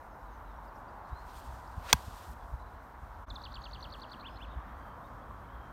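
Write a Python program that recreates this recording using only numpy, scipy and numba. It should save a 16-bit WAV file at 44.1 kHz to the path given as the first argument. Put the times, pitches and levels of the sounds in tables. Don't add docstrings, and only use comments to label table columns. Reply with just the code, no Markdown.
import sys
import numpy as np
from scipy import signal
from scipy.fft import rfft, irfft
from scipy.io import wavfile
from scipy.ndimage import uniform_filter1d
from numba import njit

SR = 44100
rng = np.random.default_rng(int(sys.argv[2]) if len(sys.argv) > 2 else 0)


def store_wav(level_fs):
    pcm = np.round(np.clip(np.atleast_2d(level_fs), -1, 1) * 32767)
    wavfile.write(sys.argv[1], SR, pcm.T.astype(np.int16))


def how_loud(loudness_db):
    steps = np.asarray(loudness_db, float) / 20
    return 10 ** steps


N = 252252
T = np.arange(N) / SR
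CUT_S = 3.259


def level(x, db):
    return x * how_loud(db) / np.sqrt(np.mean(x ** 2))


def curve(table):
    s, *columns = np.transpose(table)
    return [np.interp(T, s, column) for column in columns]


def inside(table):
    return (T >= table[0][0]) & (T <= table[-1][0])


def flicker(db, rate):
    coarse = np.repeat(rng.standard_normal(int(N / SR * rate) + 2), 4)
    wander_db = 1.2 * db * uniform_filter1d(coarse, size=5)
    return np.interp(T * rate * 4, np.arange(len(coarse)), how_loud(wander_db))


def colour(x, table, flicker_db, rate):
    octave = np.log2(np.arange(N // 2 + 1) * SR / N + 1)
    hz, db = np.transpose(table)
    shaped = rfft(x) * how_loud(np.interp(octave, np.log2(hz), db, left=-90, right=-90))
    lowest = np.floor(np.log2(hz[0]))
    highest = min(np.log2(hz[-1]) + 1, 15)
    out = 0
    for centre in np.arange(lowest, highest):
        band = irfft(shaped * np.clip(1 - abs(octave - centre), 0, 1), N)
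        out = out + flicker(flicker_db, rate) * band
    return out


@njit
def svf(x, hz, sharp):
    y, b, l, k = np.empty(len(x)), 0., 0., 1 / sharp
    for i in range(len(x)):
        g = np.tan(np.pi * hz[i] / SR)
        v = (b + g * (x[i] - l)) / (1 + g * (g + k))
        b, l, y[i] = 2 * v - b, l + 2 * g * v, k * v
    return y


def puffs(table, overtone_db):
    out, t = np.zeros(N), np.arange(-.06 * SR, .06 * SR) / SR
    for s, db, hz, length, sign in table:
        i = int((s + t[0]) * SR)
        swings = np.cos(2 * np.pi * hz * t) + how_loud(overtone_db) * np.cos(2 * np.pi * 2.2 * hz * t)
        bell = np.exp(-(t / length) ** 2)
        out[i:i + len(t)] += np.sign(sign) * how_loud(db) * bell * swings
    return out


def trees(x, t60, gap_s, db, clump_db):
    t = np.arange(int(.6 * SR)) / SR
    bunches = flicker(clump_db, 150)[:len(t)]
    tail = rng.standard_normal(len(t)) * bunches * how_loud(-60 * t / t60) * (t > gap_s)
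    return signal.fftconvolve(x, tail * how_loud(db) / np.sqrt(np.sum(tail ** 2)))[:N]


def air():
    # f/Hz, level/dB per
    # Hz
    first_road = [(65, -37), (110, -8), (134, -8), (155, -11.5), (192, -12.5), (226, -9.5), (413, -15),
                  (452, -14), (959, -2.5), (1200, -8.5), (1480, -11.5), (2550, -32), (4000, -38.5),
                  (5200, -66), (8800, -120)]
    second_road = [(65, -27), (110, 2), (140, -4.5), (275, -4.5), (395, -13), (611, -6), (800, -5),
                   (1070, -1), (1720, -12.5), (2290, -25), (2960, -31.5), (3190, -27.5), (4000, -37),
                   (5200, -64), (8800, -120)]
    # f/Hz, level/dB per Hz
    self_noise = [(2350, -37), (4000, -3), (4580, -5), (5960, -6), (7570, -10), (9130, -8), (10500, -10),
                  (13900, -5), (15300, -11.5), (16200, -17)]
    first = level(colour(rng.standard_normal(N), first_road, 1.0, 6), -49.5)
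    second = level(colour(rng.standard_normal(N), second_road, 1.0, 6), -49)
    hiss = level(colour(rng.standard_normal(N), self_noise, 1.6, 22), -75)
    return np.where(T < CUT_S, first, second) * flicker(.6, 1.6) + hiss


def wind():
    # t/s, level/dB
    gusts = [(0.0, -56), (0.46, -53), (0.62, -56), (1.77, -50), (2.12, -52), (2.45, -50), (2.82, -57),
             (3.26, -51), (4.13, -54), (4.49, -51), (4.92, -54), (5.72, -55)]
    # t/s at the centre, peak level/dB, f/Hz, length/s, direction of the push [+1 or -1]
    single_puffs = [(1.132, -31.5, 58, 0.011, -1), (1.494, -36, 54, 0.02, -1), (1.540, -37, 56, 0.022, -1),
                    (1.782, -31, 72, 0.010, -1), (2.083, -36, 86.6, 0.0079, -1), (2.299, -41, 70, 0.019, 1),
                    (2.542, -29, 57.4, 0.017, 1), (3.036, -41, 65, 0.016, 1), (3.321, -39, 48.3, 0.017, -1),
                    (3.584, -38, 50.5, 0.02, -1), (4.577, -33, 60.5, .016, 1), (5.60, -42, 59.5, 0.012, 1)]
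    port = [(20, -27.5), (35, -12), (50, 0), (70, -6.5), (110, -16.5)]  # f/Hz, level/dB per Hz
    rumble = colour(rng.standard_normal(N), port, 0.72, 9.1)
    return level(rumble, 2.5) * how_loud(curve(gusts)[0]) + puffs(single_puffs, -13)


def far_notes():
    # t/s, length/s, start f/Hz, level/dB
    slurs = [(.10, .05, 6600, -75), (.244, .08, 4100, -71), (.31, .075, 6600, -74), (.46, .06, 4040, -68),
             (.51, .07, 3640, -75), (.56, .051, 5800, -75), (.965, .04, 4600, -75),
             (3.30, .04, 7400, -69.5), (3.55, .025, 7400, -70), (3.675, .03, 6200, -66.5),
             (3.786, .052, 6230, -66.5), (4.483, .06, 3850, -65)]
    # t/s, centre f/Hz, sweep/Hz, level/dB
    chips = [(.208, 5450, 900, -74), (.51, 5350, 300, -75), (.627, 3930, 600, -72), (.645, 5130, 330, -72),
             (.675, 4850, -700, -68), (.755, 5430, -1100, -68), (.88, 4720, 440, -68),
             (1.05, 4250, 300, -66), (3.43, 5900, -600, -70), (3.688, 6800, -200, -68),
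             (4.283, 4750, 450, -65)]
    # t/s, length/s, start f/Hz, level/dB
    held = [(.11, .05, 5250, -75), (.644, .03, 4450, -71), (1.207, .057, 4250, -70), (1.34, .04, 8860, -65),
            (2.40, .05, 3400, -69), (2.66, .025, 4000, -67.5), (3.61, .068, 6520, -66),
            (4.305, .03, 5110, -64), (4.337, .035, 5110, -65), (4.377, .05, 5050, -74.5),
            (4.483, .07, 3780, -65), (4.58, .06, 3620, -74), (4.79, .17, 4680, -76), (4.81, .14, 3200, -67),
            (5.04, .03, 3710, -65), (5.07, .02, 4500, -71), (5.213, .027, 3400, -67.5),
            (5.523, .06, 3270, -65), (5.585, .12, 3220, -67)]
    # t/s, length/s, start f/Hz, level/dB
    scoops = [(1.115, .05, 3800, -68), (1.148, .075, 4000, -60), (1.272, .07, 3900, -71),
              (2.592, .039, 3900, -66.5), (2.72, .025, 4000, -73.5), (3.265, .03, 3500, -66),
              (4.67, .04, 3580, -69), (4.73, .05, 4400, -75), (5.48, .036, 3000, -67)]
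    chip_s = .017
    notes = [(s, chip_s, hz - sweep / 2, hz + sweep / 2, db) for s, hz, sweep, db in chips]
    for table, octaves_per_s in ((slurs, -2.6), (held, -.35), (scoops, 1.5)):
        for s, length, hz, db in table:
            notes.append((s, length, hz, hz * 2 ** (octaves_per_s * length), db))
    return notes


def add(out, s, shape, db):
    when, hz, rel_db = np.transpose(shape)
    t = np.arange(when[0], when[-1], 1 / SR)
    pitch = uniform_filter1d(np.interp(t, when, hz), size=45)
    loudness = np.sqrt(2) * how_loud(db + np.interp(t, when, rel_db))
    note = loudness * np.sin(2 * np.pi * np.cumsum(pitch) / SR)
    i = int((s + when[0]) * SR)
    out[i:i + len(note)] += note[:N - i]


def birds():
    # t/s from the syllable's time, f/Hz, level/dB
    drop = [(-.018, 5600, -30), (-.014, 6060, -19.5), (-.007, 6670, -22.5), (-.004, 5200, -17),
            (0, 4200, 0), (.005, 3650, 1.5), (.010, 3450, -1), (.014, 3450, -28.5)]
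    vee = [(-.028, 5000, -30), (-.024, 4620, -7.5), (-.020, 3400, -14), (-.017, 4580, -22.5),
           (-.014, 5800, -15.5), (-.012, 6300, -36)]
    rise = [(-.008, 3260, -37), (-.004, 3980, -2.5), (0, 4410, -0.5), (.005, 4700, -5.5), (.007, 4750, -22)]
    fall = [(.008, 5380, -28), (.010, 4510, -3), (.013, 3550, -4), (0.021, 3075, -5), (.028, 2650, -7),
            (.031, 2450, -42)]
    soft_echo = [(.031, 2920, -23), (.037, 3110, -18), (.043, 3300, -18), (.048, 3370, -28.5)]
    tick = [(-.075, 4320, -24.5), (-.072, 4150, -5.5), (-.067, 3400, -21), (-.064, 3600, -14.5),
            (-.060, 4400, -1.5), (-.055, 3950, -9), (-.052, 3900, -30)]
    arch = [(-.045, 2164, -20), (-.032, 2350, -12), (-.019, 2680, -5), (-.008, 3120, -1.5), (0, 3570, -0.5),
            (.009, 3340, -5), (0.018, 2800, -5.5), (0.023, 2400, -10), (.024, 2300, -30)]
    # t/s, level/dB
    opening = [
        (3.303, -47.5),
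        (3.358, -47),
    ]
    trill = [
        (3.442, -46.5),
        (3.545, -47.5),
        (3.643, -47.5),
        (3.736, -47.5),
        (3.831, -47),
        (3.927, -48),
        (4.022, -50),
        (4.121, -49.5),
    ]
    flourish = [
        (4.271, -49.5),
        (4.432, -52),
    ]
    near, far = np.zeros(N), np.zeros(N)
    for s, length, from_hz, to_hz, db in far_notes():
        glide = []
        for part, rel_db in ((0, -4), (.2, 0), (.8, -1.5), (1, -9)):
            glide.append((part * length, from_hz + part * (to_hz - from_hz), rel_db))
        add(far, s, glide, db - 7.5)
    song = ((opening, [drop]), (trill, [vee, rise, fall, soft_echo]), (flourish, [tick, arch]))
    for phrase, shapes in song:
        for s, db in phrase:
            for shape in shapes:
                add(near, s, shape, db + 0.5 * rng.standard_normal())
    waver = uniform_filter1d(uniform_filter1d(rng.standard_normal(N), size=130), size=130)
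    paths = 0.93 + 0.48 * level(waver, 0)
    echo = how_loud(-20) * np.roll(near, int(0.022 * SR))
    return near * flicker(1.0, 250) + echo + far * paths + trees(near + far, .9, 0.019, -13.0, 4.0)


def moves():
    # t/s at the loudest point, level/dB, swell/s per 10 dB, fade/s per 10 dB
    rubs = [
        (1.09, -74, .05, .15),
        (1.28, -67, .05, .2),
        (1.37, -62, .1, .25),
        (1.77, -65, .05, .25),
        (1.905, -55, .07, .11),
        (2.04, -62, .1, .13),
        (2.165, -61, .15, .1),
        (2.334, -63, .45, .01),
        (2.45, -74.5, .15, .4),
        (3.33, -76, .04, .5),
    ]
    power = 0
    for s, db, swell, fade in rubs:
        tens_down = np.where(T < s, (s - T) / swell, (T - s) / fade)
        power = power + how_loud(db - 10 * tens_down) ** 2
    return np.sqrt(power)


def jacket():
    # f/Hz, level/dB per Hz
    cloth = [(1470, -32), (2500, -3.5), (3260, -2), (4190, -3), (5460, -5), (6590, -6.5), (8670, -6),
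             (10500, -9.5), (12100, -7), (14900, -12), (16200, -20)]
    clicks = rng.standard_normal(N) * how_loud(2.0 * rng.exponential(size=N)) * flicker(0.99, 37)
    return level(colour(clicks, cloth, 1.5, 39), 0.98) * moves()


def swing():
    # t/s, f/Hz of the whirls, level/dB
    swish = [(1.80, 500, -65), (1.84, 702.5, -60), (1.87, 1100, -52.5), (1.90, 1600, -45.5),
             (1.925, 1500, -53.5), (1.945, 1300, -55.5), (1.99, 1100, -58), (2.04, 698, -72)]
    # t/s, f/Hz, level/dB
    whistle = [(1.86, 450, -66.5), (1.89, 540, -52), (1.905, 570, -45.5), (1.922, 560, -50),
               (1.93, 550, -74)]
    hz, db = curve(swish)
    low = svf(svf(rng.standard_normal(N), hz, .9), hz, .5)
    high = svf(svf(rng.standard_normal(N), 3.0 * hz, .8), 3.0 * hz, .6)
    head = (level(low, 0) + level(high, -9)) * how_loud(db) * flicker(1.5, 65)
    shaft_hz, shaft_db = curve(whistle)
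    shaft = level(svf(rng.standard_normal(N), shaft_hz, 9.0), 0) * how_loud(shaft_db)
    return head * inside(swish) + shaft * inside(whistle)


def ring(modes, t):
    out = 0
    for k, (hz, db, t60) in enumerate(modes):
        out = out + (-1) ** k * how_loud(db - 60 * t / t60) * np.sin(2 * np.pi * hz * t)
    return out


def strike():
    # t/s, face level/dB, body level/dB, contact time/ms
    knocks = [
        (1.9275, -18.5, -13, .12),
        (1.9285, -8.5, -22.5, 0.01),
        (1.9288, 1, -17, 0.018),
        (1.9297, -11.5, -22.5, 0.033),
        (1.9312, -8, -2.5, .012),
    ]
    # f/Hz, level/dB, time to fade 60 dB/s
    face = [(2221, -5.5, 0.006), (2590, -15.5, .015), (3400, -5.5, 0.0073), (4320, -11.5, .012),
            (4660, -11, .012), (5120, -9.5, .011), (5600, -14.5, .008), (6075, -7.5, .011),
            (6770, -8, 0.0063), (8540, -9.5, 0.0079), (10820, -19, 0.013), (13400, -20, .006)]
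    # f/Hz, level/dB, time to fade 60 dB/s
    body = [(230, -25.5, .05), (420, -30, .03), (998, -8.5, 0.022), (1206, -19, 0.02), (1575, -12.5, 0.022)]
    # t/s at the centre, peak level/dB, f/Hz, length/s, direction of the push [+1 or -1]
    thumps = [
        (1.9415, -24, 119, 0.0041, -1),
        (1.952, -29, 70, 0.011, 1),
        (5.311, -36.5, 1080, 0.0018, 1),
        (1.533, -64, 6700, .0006, 1),
        (1.677, -55, 5000, 0.00065, 1),
    ]
    t = np.arange(int(.1 * SR)) / SR
    out = np.zeros(N)
    for s, face_db, body_db, contact_ms in knocks:
        push = np.exp(-(1000 * t[:128] / contact_ms - 2) ** 2)
        crack_fade = how_loud(-15.5 - 60 * t / 0.0075) + how_loud(-24.5 - 60 * t / .026)
        crack = np.diff(rng.standard_normal(len(t) + 1)) * crack_fade
        knock = how_loud(face_db) * (how_loud(-3.5) * ring(face, t) + crack) + how_loud(body_db) * ring(body, t)
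        i = int(s * SR)
        out[i:i + len(t)] += np.convolve(knock, push / push.sum())[:len(t)]
    out = signal.sosfilt(signal.butter(2, 200, "high", fs=SR, output="sos"), out)
    return out + puffs(thumps, -30) + trees(out, .2, .008, -40, 3.0)


def scene():
    fade_s = .024
    fade = np.clip(abs(T - CUT_S) / fade_s, 0, 1)
    return ((air() + wind() + birds() + jacket() + swing() + strike()) * fade)[None]


def band_limit(x):
    return signal.sosfilt(signal.butter(12, 16460, fs=SR, output="sos"), x)


def record(dry):
    dip = dry - 0.28 * signal.lfilter(*signal.iirpeak(10400, 6.0, fs=SR), dry)
    top_cut = signal.ellip(8, .2, 60, 16000, fs=SR, output="sos")
    mix = np.clip(signal.sosfilt(top_cut, dip), -1, 1)
    return band_limit(mix)


dry = scene()
out = record(dry)
store_wav(out)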